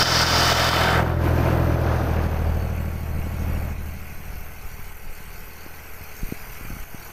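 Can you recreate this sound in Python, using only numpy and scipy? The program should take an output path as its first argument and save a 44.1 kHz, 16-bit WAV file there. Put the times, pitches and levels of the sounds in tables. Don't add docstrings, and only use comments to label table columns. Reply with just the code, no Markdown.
import sys
import numpy as np
from scipy import signal
from scipy.fft import rfft, irfft
from scipy.io import wavfile
from scipy.ndimage import uniform_filter1d

SR = 44100
rng = np.random.default_rng(int(sys.argv[2]) if len(sys.argv) > 2 else 0)


def transcribe(u):
    v = np.clip(np.atleast_2d(u).T, -1, 1)
    q = np.round(v * 32767).astype(np.int16)
    wavfile.write(sys.argv[1], SR, q)


N = 313992

# time_s, firing_rate_hz
FIRING_RATE = [(0.0, 42.01), (0.5, 42.13), (1.0, 42.05), (1.75, 41.54), (2.15, 39.62), (2.4, 38.96),
               (3.4, 38.85), (3.8, 38.28), (4.1, 37.97), (4.5, 39.26), (4.9, 39.04), (5.12, 38.9),
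               (5.4, 39.45), (5.7, 39.5), (6.1, 39.27), (7.12, 40.07)]
# time_s, exhaust_db, fourth_multiple_swell_db, roar_db
ENGINE_LEVELS = [(0.0, -29.5, -9, -27), (0.25, -26.5, -1, -26.5), (0.55, -27.5, -16, -27),
                 (0.72, -28.5, -1.5, -27.5), (1.0, -26, -0.5, -25), (1.2, -23, -12, -25),
                 (1.45, -24, -2, -23.5), (1.7, -23, -1.5, -28), (1.9, -23, -13, -24),
                 (2.06, -25.5, 1.5, -28), (2.25, -22.5, 1, -29), (2.55, -24.5, -7.5, -35),
                 (2.95, -29.5, -0.5, -41), (3.35, -29, -1, -40.5), (3.48, -25.5, -2, -36),
                 (3.85, -32, -5.5, -43.5), (4.05, -39, -6, -52.5), (4.4, -41.5, 5, -49),
                 (4.65, -48.5, -6, -56.5), (7.12, -51, 3, -52.5)]
# time_s, depth_db, half_length_s
LEVEL_DIPS = [(1.07, -2, 0.033), (1.17, 28, 0.05), (1.34, 9, 0.046), (1.43, 5, 0.018), (2.33, 0, 0.059)]


def gain_of(db):
    return 10 ** (np.asarray(db) / 20)


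def evened(x):
    return x / np.sqrt(np.mean(x ** 2) + 1e-20)


def curves(rows):
    s, *columns = np.transpose(rows)
    return [np.interp(np.arange(N) / SR, s, column) for column in columns]


def bumps(rows):
    t = np.arange(N) / SR
    return sum(height * np.exp(-((t - s) / half) ** 2) for s, height, half in rows)


def noise(colour, patchy_db, turns=None, repeat=0):
    x = rng.standard_normal(N)
    if turns is not None:
        angle = (turns / 3 % 1 * 3000).astype(int)
        one, other = rng.standard_normal((2, 3000))[:, angle]
        drift = 1.45 * np.arange(N) / SR
        cyclic = np.cos(drift) * one + np.sin(drift) * other
        share = np.clip(repeat, 0, 1)
        x = np.sqrt(1 - share) * x + np.sqrt(share) * cyclic
    f, db = np.transpose(colour)
    hz = np.fft.rfftfreq(N, 1 / SR)
    colour_db = np.interp(np.log(hz + 1), np.log(f + 1), db, -90, -90)
    x = irfft(rfft(x) * gain_of(colour_db), N)
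    z = signal.stft(x, nperseg=1024, noverlap=768)[2]
    patches = uniform_filter1d(rng.standard_normal(z.shape), size=6, axis=0)
    patches = uniform_filter1d(patches, size=10, axis=1)
    z = z * gain_of(patchy_db * evened(patches))
    return evened(signal.istft(z, nperseg=1024, noverlap=768)[1][:N])


def throb(turns, depth, sharp):
    leap_gains = gain_of(2.5 * rng.standard_normal(int(turns[-1]) + 1))
    size = leap_gains[turns.astype(int)]
    return uniform_filter1d(1 + depth * size * np.exp(-sharp * (turns % 1)), size=40)


def chugged(x, turns):
    # band_top_hz, leap_at_firings, depth, sharpness_per_firing
    chug_bands = [(695, 0.682, 1.04, 1.5), (1420, 0.512, 1.14, 7.8), (2940, .07, 0.98, 2.8),
                  (15000, 0.81, 0.49, 4.8)]
    z, hz = rfft(x), np.fft.rfftfreq(N, 1 / SR)
    lows = [0] + [irfft(z / (1 + (hz / row[0]) ** 8), N) for row in chug_bands]
    leaps = [throb(turns - when, depth, sharp) for _, when, depth, sharp in chug_bands]
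    return evened(sum((wide - narrow) * evened(leap) for wide, narrow, leap in zip(lows[1:], lows, leaps)))


def whines(thirds, rows, turns):
    waver = rng.standard_normal((len(rows), 40))
    t, steps = np.arange(N) / SR, np.linspace(0, 39, N)
    total = 0
    for k, (db, s, fade_db), chance in zip(thirds, rows, waver):
        waver_db = 0.9 * np.interp(steps, np.arange(40), chance)
        tone_db = db - abs(fade_db) * abs(t - s) + waver_db
        total = total + gain_of(tone_db) * np.cos(2 * np.pi * k * turns / 3 + k ** 2)
    return total


def wind():
    # time_s, level_db
    breeze = [(0.0, -73), (2.0, -56), (2.8, -55), (3.3, -34.5), (4.6, -36.5), (5.5, -44), (7.12, -40)]
    # frequency_hz, density_db (per Hz)
    wind_colour = [(2, -3), (8, -6), (16, 4), (30, -6.5), (50, -11), (80, -20.5), (130, -19), (200, -27.5),
                   (300, -52)]
    # time_s, peak_db, half_length_s
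    gust_rows = [(0.0, -42, .06), (0.53, -44, .1), (1.723, -48, .12), (2.28, -47, .05), (2.523, -44, .08),
                 (3.15, -36, 0.086), (3.7, -35, 0.16), (4.86, -45, 0.12), (5.087, -38, 0.036),
                 (5.364, -35.5, 0.075), (5.797, -48, 0.092), (6.245, -38, 0.03), (6.46, -31, 0.055),
                 (6.725, -36.5, 0.13), (7, -42, 0.027), (7.12, -48, 0.022)]
    # time_s, peak_db, pitch_hz, direction (push 1, pull -1)
    pop_rows = [(3.152, -21, 150, 1), (3.271, -19, 150, 1), (4.302, -26, 40, -1), (4.38, -25, 45, -1),
                (4.649, -25, 50, 1), (4.742, -28, 49.7, 1), (4.7947, -31, 130, 1), (5.208, -36, 130, -1),
                (5.664, -27, 300, 1), (6.0115, -31, 124, -1), (6.024, -36, 90, -1), (6.233, -18, 144, 1),
                (6.231, -25, 25, 1), (6.245, -20, 22, -1), (6.29, -28, 150, -1), (6.3243, -14, 237, 1),
                (6.6117, -28, 190, -1), (6.619, -28, 60, 1), (6.6523, -28, 170, -1), (6.705, -23, 200, -1),
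                (6.7318, -26, 140, -1), (6.7543, -33, 150, 1), (6.768, -27.5, 190, -1),
                (6.7993, -40, 150, -1), (6.947, -22, 195, -1), (6.9875, -38, 151, -1)]
    gusts = bumps([(s, gain_of(db), half) for s, db, half in gust_rows])
    pressure = evened(np.tanh(0.38 * noise(wind_colour, patchy_db=2.5)))
    x = (gain_of(curves(breeze)[0]) + gusts) * pressure
    for s, db, hz, way in pop_rows:
        near = np.arange(round(s * SR) - 3000, round(s * SR) + 3000)
        t = near / SR - s
        u = abs(np.pi * hz * t * np.where(t < 0, 1.35, .8)) ** 1.7
        x[near] += np.sign(way) * gain_of(db) * (1 - 1.39 * u) * np.exp(-u)
    return x


def clatter(turns):
    # time_s, level_db, tick_db
    clatter_levels = [(1.1, -42, -50.5), (1.27, -35.5, -47), (1.47, -35.5, -47.5), (1.6, -42, -50),
                      (2.4, -42, -51.5), (2.99, -47, -52), (3.55, -43, -50), (3.93, -46, -51),
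                      (6.05, -46, -50), (6.3, -44, -47.5), (7.12, -44, -48)]
    # frequency_hz, density_db (per Hz)
    knock_colour = [(140, -51), (230, -8), (430, 0), (570, -7), (726, -1.5), (930, -1.5), (1090, 1.5),
                    (1175, -2.5), (1280, 1), (1490, 0), (1600, 0), (1770, -3.5), (2000, 0.5), (2510, 0.5),
                    (3400, -14), (4420, -46), (7480, -120)]
    tick_colour = [(6350, -41), (10800, -11), (11300, -6.5), (12100, -3), (12800, 4), (13800, 2),
                   (15600, -17)]
    sizzle_colour = [(1940, -32), (3300, -13), (3980, -6), (4460, 1), (5060, -5.5), (5540, -1), (6130, 2),
                     (7500, -6.5), (8680, -3), (11000, -6), (14300, -40), (22000, -120)]
    # pitch_hz, width_hz, level_db, loudest_s, fade_db (per s around it)
    panels = [(1520, 90, -10.5, 5.8, 3), (2267, 35, -19, 5.1, 6)]
    gear_thirds = [32, 34, 35, 35.7, 51, 57, 60, 63, 66, 66, 74, 87, 113, 116, 122, 161, 168, 170]
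    # (per s around it, sign ignored)
    gear_whines = [(-8.5, 6.4, 5.8), (-13.5, 6, 8.2), (-12, 4.3, 6.9), (0.5, 2.5, 8.4), (-14.5, 7.2, 6.4),
                   (-8.5, 4.36, 8.9), (-7, 3, 3.2), (-7, 7.2, 12), (5, 0.7, 8.5), (-12, 5.4, 5.4),
                   (1.5, 1.6, 13), (-6.5, 2.8, 8.6), (-8.5, 7.4, 5.6), (-7.5, 5.5, 6.9), (-16, 1.7, 4.2),
                   (-10.5, 5.6, 7.4), (-7.5, 6.6, 11), (-6.5, 3.3, 4.2)]
    level_db, tick_db = curves(clatter_levels)
    dip_db = bumps(LEVEL_DIPS)
    level_db = level_db - dip_db
    tick_db = tick_db - 0.29 * dip_db
    body = noise(knock_colour, patchy_db=1.8, turns=turns, repeat=.3)
    for hz, width, db, s, fade_db in panels:
        ring = signal.lfilter(*signal.iirpeak(hz, hz / width, fs=SR), rng.standard_normal(N))
        body = body + gain_of(db - abs(fade_db) * abs(np.arange(N) / SR - s)) * evened(ring)
    knock = chugged(body, turns) + whines(gear_thirds, gear_whines, turns)
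    hiss = noise(sizzle_colour, patchy_db=3.5, turns=turns, repeat=0.7)
    sizzle = evened(hiss * throb(turns + 0.13, depth=0.43, sharp=3.7))
    tick = evened(noise(tick_colour, patchy_db=2.5) * throb(2 * turns + 0.34, depth=1.9, sharp=4.1))
    return gain_of(level_db) * knock + gain_of(tick_db) * (gain_of(-2.5) * sizzle + tick)


def blast(turns):
    # frequency_hz, density_db (per Hz)
    blast_colour = [(410, -14.5), (700, -7), (920, -14.5), (994, -11), (1340, -8), (2420, -14.5),
                    (2620, -14), (2800, -16), (3060, -4.5), (3230, -15.5), (3560, -7), (3940, -11.5),
                    (4400, -6.5), (4860, -0.5), (5150, -2.5), (5400, -3), (6300, -13), (6990, -20),
                    (10500, -31), (14100, -23), (15600, -22)]
    band_edges = [2300, 3900, 7000]
    # start_db (re low part), loss_db (by the cut), lateness (exponent)
    treble_bands = [(-5.5, 15.5, 14), (-2.2, 37, 3.1), (-12.5, 12, 6.4)]
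    nose_thirds = [54, 56, 65, 67, 93, 95, 104, 108, 112, 128, 150]
    # (per s around it, sign ignored)
    nose_whines = [(-16, 0.41, 8), (-14.5, 0.5, 0), (-9, 1, 6), (-15, 0.59, 1), (-8.5, .5, -1),
                   (-12.5, 0.45, -1), (-35, .5, 7), (-14, .6, 5), (-16, .66, 12), (-9.5, 0.51, 14),
                   (-29, .5, 0)]
    end_s = 1
    t = np.arange(N) / SR
    after = np.maximum(t - end_s, 0)
    level_db = np.maximum(-22 - 402 * after, -32 - 32 * after)
    lift_db = [db - lost_db * np.minimum(t / end_s, 1) ** late for db, lost_db, late in treble_bands]
    x = noise(blast_colour, patchy_db=0.8, turns=turns, repeat=0.32)
    x = chugged(x, turns)
    lows = [signal.sosfiltfilt(signal.butter(4, hz, fs=SR, output="sos"), x) for hz in band_edges] + [x]
    treble = sum(gain_of(db) * evened(wide - narrow) for db, wide, narrow in zip(lift_db, lows[1:], lows))
    return gain_of(level_db) * (evened(lows[0]) + whines(nose_thirds, nose_whines, turns) + treble)


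def roar(turns):
    # frequency_hz, density_db (per Hz)
    gas_colour = [(30, -37), (60, -2), (120, -2.5), (170, -6), (240, -2.5), (326, -1.5), (360, -3),
                  (453, -6.5), (577, 0), (844, -8), (911, -7.5), (971, -10.5), (1530, -12.5), (1900, -18),
                  (2220, -25.5), (5000, -33), (6500, -38), (11000, -120)]
    gas = noise(gas_colour, patchy_db=0.5, turns=turns, repeat=0.5)
    level_db = curves(ENGINE_LEVELS)[2] - 0.3 * bumps(LEVEL_DIPS)
    return gain_of(level_db) * chugged(gas, turns)


def exhaust(turns):
    cylinder_shares = [0, 0, -1]
    # time_s, loss_db (whole from the 4th multiple, 0.2 of it on 1st and 3rd)
    weakness = [(0, 0.59), (1.8, 1.2), (2.3, 6.3), (3.8, 9.4), (5, 4.8)]
    # multiple (of the firing rate), free_db, loaded_db, waver_db
    tones = [(1, -10, -7, -1), (2, -0.5, -0.5, 1.36), (3, -1, -9.5, 1.5), (4, -3.5, -7.5, 1.8),
             (5, -18, -12, 2.5), (6, -28, -32, 3), (7, -18, -24, 3), (8, -15, -23, 1.9), (9, -30, -34, 1),
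             (10, -24.5, -37, 6), (11, -26.5, -41, 0), (12, -27.5, -33, 1.5), (14, -18.5, -27, -5),
             (16, -30, -40, 9)]
    between_thirds = [7, 10, 13, 16]
    # free_db, loaded_db, free_lag_cycles, loaded_lag_cycles
    between_tones = [(-20, -32, 0.082, .05), (-15.5, -14, 0.54, 0.57), (-17, -21.5, 0.42, 0.29),
                     (-25, -17.5, 0.21, 0.42)]
    # time_s, swell_db
    silencer_rings = [(.12, 7), (.406, 8), (0.475, 7), (.763, 12), (1.263, 10), (1.333, 5), (1.405, 7.5),
                      (1.477, 7), (1.695, 11), (1.768, 3)]
    free_hz, loaded_hz = 41.6, 39.3
    lag_free, lag_loaded = 0.0973, 0.049
    waver_per_s = 6
    echo_late, echo_width, echo_db = 0.416, .11, -1

    level_db, swell_db = curves(ENGINE_LEVELS)[:2]
    ring_db = 3.5 * np.cos(2 * np.pi * (turns - 1.85) / 3)
    ring_db = ring_db + bumps([(s, db, 0.012) for s, db in silencer_rings])
    load = np.clip((free_hz - curves(FIRING_RATE)[0]) / (free_hz - loaded_hz), 0, 1)
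    lag = lag_free + load * (lag_loaded - lag_free)
    firing = np.arange(int(turns[-1]) + 2)
    lost = np.take(cylinder_shares, firing, mode="wrap") + 0.22 * rng.standard_normal(len(firing))
    weak_db = curves(weakness)[0] * np.interp(turns, firing, lost)
    steps = np.arange(N) / SR * waver_per_s
    x = np.zeros(N)
    for (k, free_db, load_db, waver_db), chance in zip(tones, rng.standard_normal((len(tones), 100))):
        k = round(k)
        db = free_db + load * (load_db - free_db)
        db = db + waver_db * np.interp(steps, np.arange(len(chance)), chance)
        if k < 4:
            db = db + 0.2 * (k - 2) ** 2 * weak_db
        else:
            db = db + weak_db + swell_db * (k == 4) + ring_db * (6 < k < 9)
        x = x + gain_of(db) * np.cos(2 * np.pi * (k * turns - lag * abs(k - 2)))
    for k, (free_db, load_db, free, loaded) in zip(between_thirds, between_tones):
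        db = free_db + load * (load_db - free_db)
        cycles = k * turns / 3 - free - load * (loaded - free)
        x = x + gain_of(db) * np.cos(2 * np.pi * cycles)
    u = ((turns % 3 - echo_late) / echo_width) ** 2
    x = x + load * gain_of(echo_db) * (1 - 2 * u) * np.exp(-u)
    return np.sqrt(2) * gain_of(level_db) * x


def scene():
    turns = np.cumsum(curves(FIRING_RATE)[0]) / SR + 2.77
    x = exhaust(turns) + roar(turns) + blast(turns) + clatter(turns) + wind()
    return np.array([x, x])


def record(dry):
    # start_s, depth_db
    ducks = [(0.032, 8), (0.239, 5.5), (0.531, 4.5), (0.697, 4), (1.035, 4.5), (1.41, 0), (1.76, 3.5),
             (2.27, 3), (3.732, 4.5), (4.93, 3.5), (6.841, 5)]
    offset, edge_hz = -0.01, 15750
    t = np.arange(N) / SR
    duck_db = sum(db * (t > s) * np.exp(-np.maximum(t - s, 0) / 0.082) for s, db in ducks)
    wet = (dry + offset) * gain_of(-uniform_filter1d(duck_db, size=200))
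    low_pass = signal.firwin(511, edge_hz, window=("kaiser", 9), fs=SR)
    return signal.oaconvolve(wet, low_pass[None], "same")


dry = scene()
out = record(dry)
transcribe(out)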